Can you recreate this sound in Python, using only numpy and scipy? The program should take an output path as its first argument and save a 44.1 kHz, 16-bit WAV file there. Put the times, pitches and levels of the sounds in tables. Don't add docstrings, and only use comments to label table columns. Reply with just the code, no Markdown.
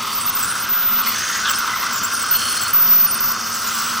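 import sys
import numpy as np
from scipy import signal
from scipy.fft import rfft, irfft
from scipy.io import wavfile
from scipy.ndimage import map_coordinates

SR = 44100
rng = np.random.default_rng(int(sys.argv[2]) if len(sys.argv) > 2 else 0)


def waveform_to_disk(signal):
    frames = np.transpose(np.atleast_2d(signal))
    scaled = np.clip(frames, -1, 1) * 32767
    samples = np.round(scaled).astype(np.int16)
    wavfile.write(sys.argv[1], SR, samples)


N = 176400
DRIVE_HZ, WHISTLE_WIDTH_HZ = 27946, 150
SPUTTER_HZ = 56

# t/s, length/s, level/dB
HALF_BOUNCES = [(.148, .04, -21.5), (.262, .042, -18), (.35, .058, -20), (.622, .032, -23), (.69, .33, -18),
                (1.06, 0.059, -21.5), (1.585, 0.023, -21), (1.755, 0.068, -30), (2.31, .06, -14),
                (2.733, .16, -13), (2.893, .171, -11), (3.11, .04, -19.5), (3.205, .12, -19.5),
                (3.635, 0.065, -29)]
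THIRD_BOUNCES = [(.333, 0.021, -29), (.452, .08, -25.5), (.555, 0.077, -30.5), (2.5, 0.081, -26),
                 (3.07, 0.05, -24), (3.147, 0.037, -24)]
# t/s, length/s, start f/Hz, end f/Hz, level/dB
SKIDS = [(.2, .067, 8270, 8750, -30), (.4, 0.058, 8520, 7450, -28), (1.485, 0.036, 7550, 7700, -25.5),
         (1.54, 0.053, 8160, 9030, -31), (1.925, 0.067, 7750, 6740, -30.5), (2.03, .04, 7100, 7800, -28),
         (2.11, .075, 8250, 9100, -28), (2.18, .06, 8950, 7650, -28.5), (2.26, .28, 8200, 9120, -32.5),
         (2.61, .036, 8190, 7450, -28), (3.52, .05, 8700, 7100, -31.5), (3.67, 0.036, 7100, 6750, -31.5),
         (3.72, .21, 7400, 8100, -33)]
# f/Hz, relative level/dB
SCRAPE_BALANCE = [(7000, 4), (8400, -8)]
# t/s, resonance f/Hz, level/dB
SUCTION_FLOW = [(0, 1217, -26.5), (.22, 1210, -27.5), (.5, 1398, -26.5), (.85, 1387, -28.5),
                (1.12, 1228, -25), (1.2, 1399, -30.5), (1.49, 1440, -22.5), (1.57, 1389, -25),
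                (1.68, 1318, -21.5), (1.79, 1300, -25), (1.88, 1350, -22.5), (1.97, 1359, -26),
                (2.5, 1418, -26.3), (2.8, 1333, -26.5), (3.18, 1342, -28.5), (3.31, 1339, -24.5),
                (3.46, 1351, -28.5), (4, 1328, -24.5)]
# f/Hz, relative level/dB
MOUTH_EQ = [(600, -36), (830, -15), (980, -8), (1170, -3), (1370, 0), (1560, -5), (1750, -16.5),
            (2300, -28)]
# t/s, added level/dB relative to the steady flow
WATER_SLUGS = [(1.4575, 2), (1.4966, 3.5), (1.508, 0), (1.5356, 0), (1.6775, -1), (1.8284, 0)]
# f/Hz, relative level/dB
LOW_HISS_EQ = [(900, -24), (1650, -5), (2030, 0), (2330, -2.5), (2700, 1.5), (3600, 1), (3950, -1.5),
               (4500, -23)]
HIGH_HISS_EQ = [(3500, -33), (4100, -4.5), (4400, -.5), (4650, -2.5), (5000, .5), (5850, 0.5), (6550, -2.5),
                (7100, -12.5)]
MIST_EQ = [(6900, -11.5), (7700, 5.5), (8300, 1.5), (10400, 4), (11700, -3.5), (15200, 0.5), (16000, -16)]
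MIST_REFLECTION_EQ = [(6500, -4), (10000, 12), (11200, -28.5)]
# t/s, level/dB
LOW_HISS_FADER = [(0, -31), (.33, -33), (.75, -33.5), (1.1, -30.5), (1.47, -31), (1.57, -32), (1.85, -32),
                  (2.3, -33), (2.4, -34), (2.67, -30.5), (2.77, -33.5), (3.5, -35), (3.75, -31.5), (4, -32)]
HIGH_HISS_FADER = [(0, -32.5), (.6, -31), (.9, -36.5), (1.09, -29), (1.56, -28), (1.72, -31.5), (2.0, -28),
                   (2.6, -29), (2.75, -32), (2.86, -28.5), (4, -28.5)]
MIST_FADER = [(0, -35), (.22, -30), (.33, -34.5), (.5, -30), (.8, -39), (1.08, -30), (1.5, -31.5),
              (2.3, -34.5), (2.4, -27.5), (2.7, -27.5), (2.76, -36), (3.44, -34), (3.55, -30)]
# t/s, length/s, start f/Hz, end f/Hz, width/Hz, level/dB
RINGING_GAPS = [(0, .28, 4550, 4680, 120, -37), (1.018, 0.14, 4380, 4450, 110, -33),
                (1.061, 0.093, 2102, 2200, 250, -32), (1.148, .26, 1620, 1950, 220, -31),
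                (1.128, 0.3, 6200, 6650, 240, -30), (1.449, 0.054, 3700, 3000, 340, -25.5),
                (1.542, 0.031, 5070, 5470, 162, -28), (1.68, 0.236, 2030, 2020, 130, -33.5),
                (2.321, 0.39, 4340, 4360, 120, -31), (2.319, .24, 3052, 3104, 260, -32.5)]
# t/s, length/s, f/Hz, width/Hz
MOUTH_HOLLOWS = [(1.941, 1.63, 3980, 380), (2.719, 0.92, 3338, 160), (2.73, 0.47, 6700, 650)]
# f/Hz, width/Hz, level/dB
PUMP_BANDS = [(99.5, 0.92, -55), (231.7, 5, -45.5), (219.8, 30, -48)]
# t/s, length/s, level/dB
BUMP_CUES = [(0.449, 0.04, -37), (2.0, .035, -34.5)]
# f/Hz, relative level/dB
BUMP_EQ = [(55, -4), (240, 1), (400, -17)]
RUMBLE_EQ = [(25, -46), (44, -12.5), (100, -7.5), (500, -10.5), (1000, -9)]
# f/Hz, phase/rad
RIGHT_LEAD = [(6100, 0), (6900, 1), (11200, 3), (13000, 3.5), (14000, 4), (16000, 5.5)]


def tip_tone(contacts, cycles):
    pressure = sum(from_db(db) * gate(start, length, fade_s=.0038) for start, length, db in contacts)
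    wobble_hz = 44.6 / (1 + pressure / from_db(-21))
    flutter = from_db(1.45 * drift(25))
    return np.sqrt(2) * pressure * flutter * np.sin(phase_of(DRIVE_HZ / cycles + wobble_hz * drift(128)))


def tip_squeals(chatter_hz=85, jitter_hz=65, scrape_width_hz=340):
    level, hz = np.zeros(N), np.full(N, float(SKIDS[0][2]))
    for start, length, from_hz, to_hz, db in SKIDS:
        skid = from_db(db) * gate(start, length, fade_s=.012)
        hz = np.where(skid > level, glide(start, length, from_hz, to_hz), hz)
        level = np.maximum(level, skid)
    hz = hz + jitter_hz * drift(chatter_hz)
    roughness = rms_one(from_db(3.6 * np.tanh(drift(chatter_hz))))
    scrape_gain = from_db(np.interp(hz, *np.transpose(SCRAPE_BALANCE)))
    whistle = narrow_noise(hz, WHISTLE_WIDTH_HZ)
    scrape = scrape_gain * narrow_noise(hz, scrape_width_hz)
    octave = narrow_noise(2 * hz, scrape_width_hz)
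    difference_tone = from_db(.5) * narrow_noise(DRIVE_HZ - 2 * hz, scrape_width_hz)
    return level * roughness * ((whistle + scrape) / np.hypot(1, scrape_gain) + octave + difference_tone)


def tip_grazing():
    level = from_db(-37.5 + 8 * np.tanh(drift(14)))
    return level * narrow_noise(DRIVE_HZ / 2, WHISTLE_WIDTH_HZ)


def suction(rest_hz=1352, low_cut_hz=943, mode_spacing_hz=106.2, reflection=.35):
    resonance_hz, db = automation(SUCTION_FLOW)
    slurp = wet_air() * from_db(.6 * drift(34))
    air = colour(slurp, MOUTH_EQ)
    air = map_coordinates(air, [np.cumsum(resonance_hz / rest_hz)], order=3, mode="wrap")
    air = signal.sosfilt(signal.butter(6, low_cut_hz, "high", fs=SR, output="sos"), air)
    round_trip = np.exp(-2j * np.pi * np.arange(N // 2 + 1) * SR / N / mode_spacing_hz)
    tube = irfft(rfft(air) / (1 - reflection * round_trip), N)
    return from_db(db) * rms_one(tube)


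def spatter_gain(decay_s=.003):
    t = np.arange(N) / SR
    return 1 + sum(from_db(db) * (t >= hit) * np.exp(-np.abs(t - hit) / decay_s)
                   for hit, db in WATER_SLUGS)


def spray():
    low = hiss(LOW_HISS_EQ, LOW_HISS_FADER, flutter_db=.57, flutter_hz=33)
    high = hiss(HIGH_HISS_EQ, HIGH_HISS_FADER, flutter_db=.83, flutter_hz=29)
    ringing = np.zeros(N)
    for start, length, from_hz, to_hz, width_hz, db in RINGING_GAPS:
        ring = narrow_noise(glide(start, length, from_hz, to_hz), width_hz)
        ringing += from_db(db) * gate(start, length, fade_s=length / 4) * ring
    return in_mouth(low + high) + ringing * rms_one(from_db(2.5 * drift(SPUTTER_HZ)))


def in_mouth(x, echo_s=.00198, echo_gain=.19, notch_depth=.76):
    lag = echo_s * SR * (1 + .025 * drift(1))
    x = x + echo_gain * np.interp(np.arange(N) - lag, np.arange(N), x)
    for start, length, hz, width_hz in MOUTH_HOLLOWS:
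        opened = notch_depth * gate(start, length, fade_s=.12)
        notched = signal.lfilter(*signal.iirnotch(hz, hz / width_hz, fs=SR), x)
        x = (1 - opened) * x + opened * notched
    return x


def mist():
    direct, left, right = [hiss(eq, MIST_FADER, flutter_db=2, flutter_hz=35)
                           for eq in (MIST_EQ, MIST_REFLECTION_EQ, MIST_REFLECTION_EQ)]
    return direct + from_db(-13.5) * np.array([left, right])


def hiss(eq, fader, flutter_db, flutter_hz):
    return colour(wet_air(), eq) * from_db(automation(fader)[0] + flutter_db * drift(flutter_hz))


def wet_air(drops_per_s=2200, drop_share=.3):
    impacts = (rng.random(N) < drops_per_s / SR) * rng.choice([-1, 1], N)
    strength = from_db(3 * np.minimum(rng.exponential(1, N), 6))
    turbulence = rng.standard_normal(N)
    return np.sqrt(1 - drop_share) * turbulence + np.sqrt(drop_share) * rms_one(impacts * strength)


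def pump():
    return sum(from_db(db) * narrow_noise(hz, width_hz) for hz, width_hz, db in PUMP_BANDS)


def rumble_and_bumps():
    rumble = from_db(-40) * colour(rng.standard_normal(N), RUMBLE_EQ)
    bump_level = sum(from_db(db) * gate(start, length, fade_s=.015) for start, length, db in BUMP_CUES)
    return rumble + bump_level * colour(rng.standard_normal(N), BUMP_EQ)


def side_noise():
    return from_db(-66) * narrow_noise(450, width_hz=130) * np.array([[1], [-1]])


def from_db(db):
    return 10 ** (np.asarray(db) / 20)


def rms_one(x):
    return x / np.sqrt(np.mean(x ** 2) + 1e-20)


def automation(rows):
    times, *columns = np.transpose(rows)
    return [np.interp(np.arange(N) / SR, times, column) for column in columns]


def colour(x, eq):
    hz, db = np.transpose(eq)
    octave, points = np.log2(np.arange(N // 2 + 1) * SR / N + 1), np.log2(hz)
    outside = np.abs(octave - np.clip(octave, points[0], points[-1]))
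    gain = from_db(np.interp(octave, points, db) - 40 * outside)
    return rms_one(irfft(rfft(x) * gain, N))


def drift(rate_hz):
    hz = np.arange(N // 20 + 1) * SR / N
    size = N // 10
    slow = irfft(rfft(rng.standard_normal(size)) / (1 + (hz / rate_hz) ** 2), size)
    return np.interp(np.arange(N) / 10, np.arange(size), rms_one(slow))


def phase_of(hz):
    return 2 * np.pi * np.cumsum(hz * np.ones(N)) / SR


def narrow_noise(hz, width_hz):
    phase = phase_of(hz)
    return rms_one(drift(width_hz) * np.cos(phase) + drift(width_hz) * np.sin(phase))


def gate(start, length, fade_s):
    t = np.arange(N) / SR
    return np.clip(np.minimum(t - start, start + length - t) / fade_s + .5, 0, 1)


def glide(start, length, from_hz, to_hz):
    return np.interp(np.arange(N) / SR, [start, start + length], [from_hz, to_hz])


def scene():
    scaler = tip_tone(HALF_BOUNCES, cycles=2) + tip_tone(THIRD_BOUNCES, cycles=3)
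    scaler += tip_squeals() + tip_grazing()
    sputter = from_db(.67 * drift(SPUTTER_HZ))
    water = spatter_gain() * (suction() + spray()) + mist()
    return scaler + sputter * water + pump() + rumble_and_bumps() + side_noise()


def record(dry):
    hz = np.arange(N // 2 + 1) * SR / N
    lead = np.interp(hz, *np.transpose(RIGHT_LEAD))
    spread = np.exp(.5j * lead * np.array([[-1], [1]]))
    high_cut = 1 / np.sqrt(1 + (hz / 15900) ** 240)
    return irfft(rfft(dry) * spread * high_cut, N)


dry = scene()
out = record(dry)
waveform_to_disk(out)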